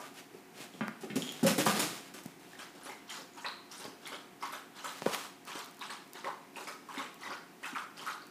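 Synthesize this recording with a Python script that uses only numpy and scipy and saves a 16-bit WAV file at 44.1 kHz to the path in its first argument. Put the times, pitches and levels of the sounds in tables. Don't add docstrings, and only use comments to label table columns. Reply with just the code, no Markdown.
import sys
import numpy as np
from scipy import signal
from scipy.fft import rfft, irfft, next_fast_len
from scipy.io import wavfile
from scipy.ndimage import uniform_filter1d

SR = 44100
rng = np.random.default_rng(int(sys.argv[2]) if len(sys.argv) > 2 else 0)


def decibels_to_gain(level_db):
    exponent = np.asarray(level_db, float) / 20
    return 10 ** exponent


def dump_mix(stems):
    frames = np.atleast_2d(stems).T
    limited = np.clip(frames, -1, 1)
    pcm = np.round(limited * 32767).astype(np.int16)
    wavfile.write(sys.argv[1], SR, pcm)


N = 366030


def rms_one(x):
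    return x / np.sqrt(np.mean(x ** 2) + 1e-20)


def peak_one(x):
    return x / (np.abs(x).max() + 1e-20)


def crest_rms(x):
    return x / np.sqrt(np.mean(x[:SR // 100] ** 2) + 1e-20)


def in_time(rows):
    s, *columns = np.transpose(rows)
    t = np.arange(N) / SR
    return [np.interp(t, s, column, left=-200, right=-200) for column in columns]


def at_hz(points, hz):
    table_hz, db = np.array(points)[:, 0], np.array(points)[:, 1]
    return np.interp(np.log(hz), np.log(table_hz), db)


def colour(x, spectrum):
    size = next_fast_len(len(x))
    hz = np.arange(size // 2 + 1) * SR / size + 1
    shaped = rfft(x, size) * decibels_to_gain(at_hz(spectrum, hz))
    return rms_one(irfft(shaped, size)[:len(x)])


def band(x, low_hz, high_hz):
    edges_hz = [low_hz, min(high_hz, SR / 2.1)]
    return signal.sosfilt(signal.butter(2, edges_hz, "band", fs=SR, output="sos"), x)


def one_sided(x, order, hz, side):
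    return signal.sosfilt(signal.butter(order, hz, side, fs=SR, output="sos"), x)


def grains(per_s, spread_db, size=N):
    sizes = decibels_to_gain(spread_db * np.minimum(rng.exponential(1, size), 5))
    signs = rng.choice([-1, 1], size)
    return sizes * signs * (rng.random(size) < per_s / SR) + 1e-18


def ringing(hz, t60, rise=0., swell_s=0.000086, size=6000):
    t = np.arange(size) / SR
    tone = np.sin(2 * np.pi * hz * (t + rise * t ** 2 / (2 * t60)))
    return tone * decibels_to_gain(-60 * t / t60) * (1 - np.exp(-t / swell_s))


def burst(length_s, size=6000):
    t = np.arange(size) / SR
    return (1 - np.exp(-t / 0.0015)) * decibels_to_gain(-20 * t / max(length_s, .002))


def swells(times, levels_db, rises_s, holds_s, fade_db_per_s):
    t, power = np.arange(0, N + 32, 32) / SR, 1e-20
    for s, db, rise_s, hold_s in np.broadcast(times, levels_db, rises_s, holds_s):
        rise = np.clip((t - s) / max(rise_s, .001), 0, 1)
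        fade_db = fade_db_per_s * np.maximum(t - s - rise_s - hold_s, 0)
        power = power + (rise * decibels_to_gain(db - fade_db)) ** 2
    return np.interp(np.arange(N) / SR, t, 10 * np.log10(power))


def add(out, s, piece):
    i = max(round(s * SR), 0)
    out[i:i + len(piece)] += piece[:N - i]


# (frequency [Hz], density [dB per Hz, relative])
AIR = [(18, -61), (30, -31), (75, -28), (174, 2), (364, 1), (600, -9.5), (702, -5), (866, -5), (1250, -10),
       (2350, -10.5), (3220, -17.5), (13300, -24.5), (14800, -22.5), (16000, -43)]
# (frequency [Hz], level [dB rms])
HUM = [(120, -76), (275, -66), (365, -67), (705, -69.5)]
# (time [s], gain [dB])
TURN = [(0, 1.5), (1.3, -2), (2.2, 1), (8.3, -1.5)]


def room_tone():
    t = np.arange(N) / SR
    out = decibels_to_gain(-56.5) * colour(rng.standard_normal(N), AIR)
    for hz, db in HUM:
        waver = rms_one(uniform_filter1d(rng.standard_normal(N), size=6000))
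        line = np.sqrt(2) * np.sin(2 * np.pi * hz * t + 0.63 * waver)
        out += decibels_to_gain(db + in_time(TURN)[0]) * (1 + 0.17 * waver) * line
    return out


# (time [s], thump level [dB], thump pitch [Hz], board knock level [dB], favoured knock pitch [Hz])
PAWS = [(0.0, -51, 327, -32.5, 800), (.04, -55, 296, -37, 1190), (.809, -27, 223, -22, 1360),
        (1.033, -35, 353, -37.5, 724), (1.101, -33, 196, -32, 3000), (1.157, -24, 246, -62, 540),
        (1.429, -18.5, 236, -27.5, 540), (1.446, -20, 180, -21, 540), (1.466, -41, 220, -24, 1500),
        (1.582, -24.5, 308, -25, 540), (1.664, -23, 204.5, -14, 730), (1.794, -28, 316, -25.5, 990),
        (1.829, -36, 169.5, -39, 1000), (2.143, -41, 336, -40, 1280)]
# (frequency [Hz], level [dB], t60 [s])
BOARDS = [(540, -21, 0.052), (730, -15, 0.021), (1030, -5.5, 0.0094), (1220, -1.5, 0.014),
          (1470, -5.5, 0.025), (1830, 5.5, 0.0051), (2260, 0, 0.0057), (3100, -27, 0.013)]


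def paws():
    thump_cycles, thump_swell_s = 10, 0.0037
    out = np.zeros(N)
    for s, thump_db, hz, knock_db, knock_hz in PAWS:
        boards = 0
        for (mode_hz, db, t60), strength_db in zip(BOARDS, rng.normal(0, 3.8, len(BOARDS))):
            loss_db = 26.0 * abs(np.log2(mode_hz / knock_hz))
            boards = boards + decibels_to_gain(db + strength_db - loss_db) * ringing(mode_hz, t60)
        contact = grains(1500, 3.6, size=600) * burst(0.0069, size=600)
        contact[0] = 1
        thump = 0
        for ratio, share in [(.75, 0.29), (1, 1), (1.45, 0.35)]:
            thump = thump + share * ringing(ratio * hz, thump_cycles / hz, swell_s=thump_swell_s)
        add(out, s, decibels_to_gain(thump_db) * peak_one(thump))
        add(out, s, decibels_to_gain(knock_db) * peak_one(signal.fftconvolve(boards, contact)))
    return one_sided(out, 2, 125, "high")


# (time of first grip [s], rise [s], hold [s], rumble in the boards [dB], scratch level [dB])
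SKIDS = [(0.0, 0.015, 0.057, -61, -52), (0.14, 0.038, 0.018, -73, -49.5), (0.311, 0.03, 0.056, -56, -62.5),
         (0.532, 0.086, 0.015, -52.5, -45.5), (0.697, 0.045, 0.043, -52.5, -58),
         (0.825, .005, 0.22, -66, -66.5), (1.008, 0.016, 0.027, -45.5, -52.5),
         (1.093, 0.011, 0.022, -49, -60), (1.156, 0.0017, 0.0085, -36, -39.5),
         (1.219, 0.0068, 0.192, -53, -49), (1.43, .008, 0.024, -32.5, -40.5),
         (1.463, 0.0049, 0.041, -50, -32), (1.579, 0.0047, 0.023, -37, -31),
         (1.656, 0.012, 0.041, -57, -31.5), (1.725, 0.033, .04, -40, -35.5),
         (1.793, 0.0035, 0.047, -47, -33), (1.86, 0.017, 0.093, -52, -45), (1.96, 0.017, 0.11, -63, -54),
         (2.138, 0.0035, 0.051, -75, -50.5), (2.236, 0.015, 0.063, -76, -58),
         (2.393, 0.022, 0.069, -59, -59), (2.488, 0.033, .03, -68, -56)]
# (frequency [Hz], density [dB per Hz, relative])
SCRATCH = [(410, -12.5), (700, 0), (910, -3.5), (1120, -3), (3030, -4), (10400, -14), (14600, -19),
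           (15400, -21), (16000, -51)]


def slide():
    fade_db_per_s = 265
    s, rise_s, hold_s, *levels = np.transpose(SKIDS)
    rumble_db, scratch_db = (swells(s, db, rise_s, hold_s, fade_db_per_s) for db in levels)
    rumble = rms_one(band(band(grains(600, 3.5), 105, 550), 122, 610))
    scratch = colour(grains(9000, 3.6), SCRATCH)
    return decibels_to_gain(rumble_db) * rumble + decibels_to_gain(scratch_db) * scratch


def claws():
    over_scratch_db, loss_db_per_s = 11, 306
    out = np.zeros(N)
    for s, rise_s, _, _, scratch_db in SKIDS:
        rasp = band(grains(9700, 1.1, size=6000), 3350, 12100) * burst(0.017)
        rasp_db = scratch_db + over_scratch_db - loss_db_per_s * rise_s
        add(out, s, decibels_to_gain(rasp_db) * peak_one(rasp))
    return out


# (time [s], peak level [dB])
TAG = [(0.7383, -43), (1.2217, -24.5), (1.277, -31), (1.2913, -26.5)]
# (frequency [Hz], level [dB], t60 [s])
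TAG_MODES = [(3000, -1, 0.023), (3180, 1, .02), (3270, 9, 0.024), (3420, 2, .02), (6900, 5, 0.013)]


def tag():
    plate = peak_one(sum(decibels_to_gain(db) * ringing(hz, t60) for hz, db, t60 in TAG_MODES))
    out = np.zeros(N)
    for s, peak_db in TAG:
        add(out, s, decibels_to_gain(peak_db) * plate)
    return out


# (time [s], peak level [dB], pitch [Hz], ring to -60 dB [cycles])
KNOCKS = [(0.882, -22, 1430, 3.2), (2.258, -32.5, 212, 3.8), (2.859, -49, 308, 12), (3.853, -30, 623, 1.5),
          (3.879, -38, 288, 4.4), (4.128, -44, 460, 14), (5.021, -20, 600, 0.57), (5.026, -32, 494, 1),
          (5.06, -20.5, 506, 0.44), (5.0635, -14, 482, 4.4), (5.066, -28, 177, 5.4),
          (5.111, -29.5, 800, 3.1), (5.553, -40, 300, 12), (6.242, -39, 434, 6.8), (6.974, -37, 275, 24),
          (7.729, -38.5, 265, 11)]
# (time [s], click level before the band-pass [dB])
TICKS = [(0.8806, -31), (1.3227, -24), (1.9439, -35), (2.0636, -46), (2.2372, -34), (2.2607, -28),
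         (3.8524, -34), (4.075, -27), (4.9234, -33), (5.4524, -33), (5.471, -42), (5.4844, -42),
         (5.5917, -29), (5.6599, -33), (5.7118, -36), (5.646, -32), (5.7462, -39), (5.7707, -38),
         (5.794, -33), (6.0776, -42), (6.134, -26), (6.3275, -44), (7.1438, -34), (8.269, -36)]
# (time [s], level [dB])
RUSTLE = [(4.88, -54), (5.054, -49.5), (5.062, -44.5), (5.106, -45.5), (5.146, -35.5), (5.166, -52),
          (5.258, -49), (5.356, -81)]


def close_by():
    out = np.zeros(N)
    snaps = decibels_to_gain(-52) * grains(2, 2)
    for s, peak_db, hz, cycles in KNOCKS:
        knock = ringing(hz, cycles / hz, swell_s=.5 / hz)
        knock += 0.19 * ringing(3.12 * hz, cycles / hz / 2)
        knock += 0.07 * ringing(6.4 * hz, cycles / hz / 3)
        add(out, s, decibels_to_gain(peak_db) * peak_one(knock))
    for s, click_db in TICKS:
        add(snaps, s, decibels_to_gain(click_db) * np.ones(1))
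    rustle = decibels_to_gain(in_time(RUSTLE)[0]) * colour(grains(5000, 3.8), SCRATCH)
    return out + 1.75 * band(snaps, 4100, 17000) + rustle


def pockets(hz, length_s, cycles, scatter, count):
    out = np.zeros(9000)
    for k, (late, size, db) in enumerate(rng.random((count, 3))):
        follows = k > 0
        pitch = hz * (1 + scatter * (size - .5) * follows)
        i = int(late * follows * np.clip(length_s, 0, .1) * SR)
        ring = ringing(pitch, cycles / pitch, rise=0.068, swell_s=.6 / pitch, size=4000)
        out[i:i + 4000] += decibels_to_gain(-9 * db * follows) * ring
    return peak_one(out)


# (time [s], peak level [dB], pitch [Hz])
DROPS = [(2.533, -44.5, 1740), (2.591, -41.5, 3090), (2.835, -39, 10000), (2.896, -40, 2060),
         (3.094, -37.5, 3130), (3.104, -36.5, 7200), (3.336, -48, 6900), (3.106, -39, 2070),
         (3.445, -33.5, 1850), (3.448, -35.5, 2450), (3.456, -39.5, 3970), (3.463, -28.5, 3980),
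         (3.715, -37, 5460), (3.781, -37, 9000), (3.842, -39.5, 4800), (4.056, -36.5, 3350),
         (4.068, -37.5, 2140), (4.127, -38.5, 3100), (4.414, -44, 5100), (4.424, -40, 2060),
         (4.845, -44, 2110), (4.847, -38, 7150), (4.524, -38, 11500), (4.526, -43, 3700),
         (4.075, -40, 11100), (3.423, -43, 7800), (4.785, -47, 3830), (4.874, -46, 3850),
         (5.485, -50, 2620), (6.147, -49, 1850), (6.169, -45, 3960), (5.811, -36, 3670), (5.896, -38, 1710),
         (5.902, -39, 4140), (5.905, -39, 8300), (6.246, -31, 2000), (6.559, -36, 2610), (6.672, -37, 2200),
         (6.673, -40, 4950), (6.972, -32, 2130), (6.981, -33.5, 3660), (7.234, -36, 1950),
         (7.274, -40, 1900), (7.305, -38.5, 4760), (7.636, -35, 1910), (7.643, -33, 2530),
         (7.75, -35.5, 2240), (7.972, -41, 4770), (7.994, -38, 3020), (8.065, -39, 11400),
         (8.11, -40, 3820), (8.22, -45, 4400)]
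# (time [s], air pocket level [dB], its pitch [Hz], fizz level [dB], low push [dB])
LAPS = [(2.591, -46, 1540, -47.5, -50), (2.749, -60, 1200, -57.5, -50), (2.811, -54, 1280, -59, -64),
        (2.857, -45, 1120, -49, -45), (2.889, -42, 830, -55.5, -46.5), (3.097, -53, 1400, -44, -61),
        (3.14, -51, 1310, -46, -66), (3.189, -65, 1360, -56, -45.5), (3.372, -47.5, 890, -49.5, -56),
        (3.446, -33, 1044, -50.5, -41.5), (3.717, -57, 1230, -47.5, -72), (3.798, -52, 853, -46.5, -49),
        (3.846, -47, 1030, -55, -45), (4.024, -58, 1420, -53, -57), (4.059, -66, 1000, -45, -60),
        (4.12, -41, 1220, -47, -40), (4.425, -33, 1110, -45, -49), (4.451, -47, 980, -68, -58),
        (4.528, -39.5, 1330, -49.5, -43), (4.763, -52, 1060, -46.5, -65), (4.843, -37, 1230, -42.5, -41.5),
        (5.065, -34, 1010, -53, -62), (5.142, -38, 1130, -46.5, -63), (5.211, -46, 1210, -52.5, -54),
        (5.473, -45.5, 1200, -45, -51), (5.495, -42.5, 1030, -48.5, -63), (5.552, -49, 1040, -42, -43),
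        (5.591, -44, 1180, -48.5, -61), (5.811, -37, 950, -45, -56), (5.9, -40.5, 1104, -46, -46),
        (6.151, -50, 910, -47, -50), (6.243, -38.5, 1160, -47.5, -36.5), (6.266, -33, 980, -62, -46.5),
        (6.564, -42.5, 925, -48.5, -46), (6.607, -46, 1020, -55, -44), (6.675, -39, 1240, -52.5, -44.5),
        (6.887, -40.5, 1046, -55.5, -64), (6.941, -41, 1100, -49.5, -51), (6.978, -39, 930, -46, -45.5),
        (6.992, -36.5, 1056, -50, -43), (7.209, -58, 1080, -47, -77), (7.236, -48, 945, -50, -59),
        (7.262, -39.5, 1100, -53, -46), (7.305, -34, 1250, -48.5, -41), (7.63, -40, 1310, -51.5, -53),
        (7.655, -37.5, 1330, -48, -74), (7.756, -31, 1345, -50, -52), (7.785, -58, 1380, -66, -57),
        (7.82, -60, 1470, -77, -52), (7.976, -51, 1330, -50, -52), (8.013, -44.5, 1080, -49.5, -53),
        (8.064, -33.5, 1210, -45, -52), (8.072, -34, 1274, -55, -54), (8.101, -58, 1330, -72, -60),
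        (8.14, -51, 1450, -74, -56), (8.218, -65, 1400, -74, -60)]


def drops():
    low_hz, high_hz = 1855, 9000
    falling = list(DROPS)
    for (s, _, _, fizz_db, _), (late, size) in zip(LAPS, rng.random((len(LAPS), 2))):
        falling.append((s + 0.068 * late, fizz_db, low_hz * (high_hz / low_hz) ** size))
    out = np.zeros(N)
    for s, peak_db, hz in falling:
        add(out, s, decibels_to_gain(peak_db) * pockets(hz, .024, cycles=36.0, scatter=.13, count=4))
    return out


# (time [s], gain of the spray and of the fizz's top treble [dB])
FINENESS = [(2.6, 1.5), (2.87, 3.5), (3.1, 0), (3.42, -2.5), (3.76, 3.5), (4.08, -5), (4.43, 1.5),
            (4.54, 5), (4.77, -5), (4.85, 1), (5.15, 8.5), (5.52, -2), (5.85, -4), (6.2, -4), (6.57, 3),
            (6.69, 10.5), (6.9, 3), (7.0, -2), (7.27, -4.5), (7.66, 4), (7.8, 4), (8.05, 0.5)]


def fineness(s):
    return np.interp(s, *np.transpose(FINENESS))


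def above_bowl(x):
    return one_sided(x, 6, 752, "high")


def bubbles(low_hz, high_hz, per_s, spread_db, cycles, level_db):
    born, dealt, out = grains(per_s, spread_db), rng.integers(0, 18, N), 0
    for k, hz in enumerate(np.geomspace(low_hz, high_hz, 18)):
        r, w = decibels_to_gain(-60 * hz / (cycles * SR)), 2 * np.pi * hz / SR
        struck = born * (dealt == k) + 1e-18
        ring = signal.lfilter([0, np.sin(w)], [1, -2 * r * np.cos(w), r * r], struck)
        out = out + decibels_to_gain(level_db(hz)) * ring
    return rms_one(band(out, 0.86 * low_hz, 1.6 * high_hz))


# (frequency [Hz], density [dB per Hz, relative])
FIZZ = [(1470, 16), (2500, 1.5), (4020, -2), (4510, -5), (13700, -28), (15400, -23), (16000, -46)]


def slosh():
    stir_rise_s, stir_hold_s = 0.005, 0.0048
    gurgle_fade_db_per_s, fizz_fade_db_per_s = 182, 167
    fizz_lead_s, fizz_rise_s = 0.031, 0.061
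    t = np.arange(N) / SR
    s, air_db, _, row_fizz_db, _ = np.transpose(LAPS)
    gurgle_db = swells(s, air_db - 0.5, stir_rise_s, stir_hold_s, gurgle_fade_db_per_s)
    fizz_db = swells(s - fizz_lead_s, row_fizz_db, fizz_rise_s, stir_hold_s, fizz_fade_db_per_s)
    small_db = np.clip(np.interp(t, s, 8.5 + 0.74 * (row_fizz_db - air_db)), -20, 10)
    gurgle = bubbles(836, 3280, 900, 1.3, 18.4, lambda hz: small_db * np.log2(hz / 1300))
    droplets = bubbles(2833, 14150, 1400, 0.86, 87.0,
                       lambda hz: at_hz(FIZZ, hz) + 10.3 * np.log2(hz / 3000))
    hiss = colour(grains(9000, 0.48), FIZZ)
    fizz = decibels_to_gain(-3.0) * droplets + decibels_to_gain(2.5) * hiss
    coarse, fine = (one_sided(fizz, 2, 7600, side) for side in ("low", "high"))
    splash = coarse - decibels_to_gain(fineness(t)) * fine
    return above_bowl(decibels_to_gain(gurgle_db) * gurgle + decibels_to_gain(fizz_db) * splash)


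def laps():
    spray_db = -10
    out, push = np.zeros(N), np.zeros(N)
    for s, pocket_db, hz, fizz_db, push_db in LAPS:
        shove = pockets(0.43 * hz, 0.022, cycles=4.4, scatter=1.0, count=3)
        trapped = pockets(hz, .018, cycles=20.0, scatter=.4, count=5)
        spray = crest_rms(band(grains(6000, 0.73, size=6000), 2400, 11200) * burst(0.0088))
        add(push, s, decibels_to_gain(push_db) * shove)
        add(out, s, decibels_to_gain(pocket_db) * trapped)
        add(out, s, decibels_to_gain(fizz_db + spray_db + fineness(s)) * spray)
    return above_bowl(out) + push


# (frequency [Hz], t60 [s])
ROOM_T60 = [(100, 0.31), (400, 0.42), (1200, 0.47), (4000, 0.6), (12000, 0.42)]


def kitchen(x):
    t, tail = np.arange(int(.9 * SR)) / SR, 0
    for low_hz in 62.5 * 2. ** np.arange(8):
        noise = band(rng.standard_normal(len(t)), low_hz, 2 * low_hz)
        tail = tail + noise * decibels_to_gain(-60 * t / at_hz(ROOM_T60, np.sqrt(2) * low_hz))
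    tail = tail * np.clip((t - .004) / 0.0014, 0, 1)
    tail = tail * (1 + 1.55 * np.exp(-t / 0.0044))
    return signal.fftconvolve(x, tail / np.sqrt(np.sum(tail ** 2)))[:N]


def scene():
    hits = decibels_to_gain(-0.5) * (paws() + claws()) + decibels_to_gain(1.0) * laps()
    plinks = tag() + drops()
    moving = decibels_to_gain(-1.5) * slide() + decibels_to_gain(-5.0) * slosh()
    near = close_by()
    to_walls = decibels_to_gain(2.0) * hits + decibels_to_gain(-4) * plinks + decibels_to_gain(-11.5) * moving + decibels_to_gain(-10.5) * near
    return (hits + plinks + moving + near + kitchen(to_walls) + room_tone())[None]


def roll_off(x):
    return signal.sosfilt(signal.butter(12, 16480, fs=SR, output="sos"), x)


def record(dry):
    mains_hz, mains_db, rumble_db = 61, -100, -86
    thin = one_sided(dry, 4, 125, "high")
    rumble = rms_one(band(rng.standard_normal(N), 47, 88))
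    mains = np.sqrt(2) * np.sin(2 * np.pi * mains_hz * np.arange(N) / SR)
    deep = decibels_to_gain(rumble_db) * rumble + decibels_to_gain(mains_db) * mains
    treble_cut = signal.ellip(8, .5, 32, 15400, fs=SR, output="sos")
    mix = signal.sosfilt(treble_cut, thin + decibels_to_gain(in_time(TURN)[0]) * deep)
    return roll_off(mix)


dry = scene()
out = record(dry)
dump_mix(out)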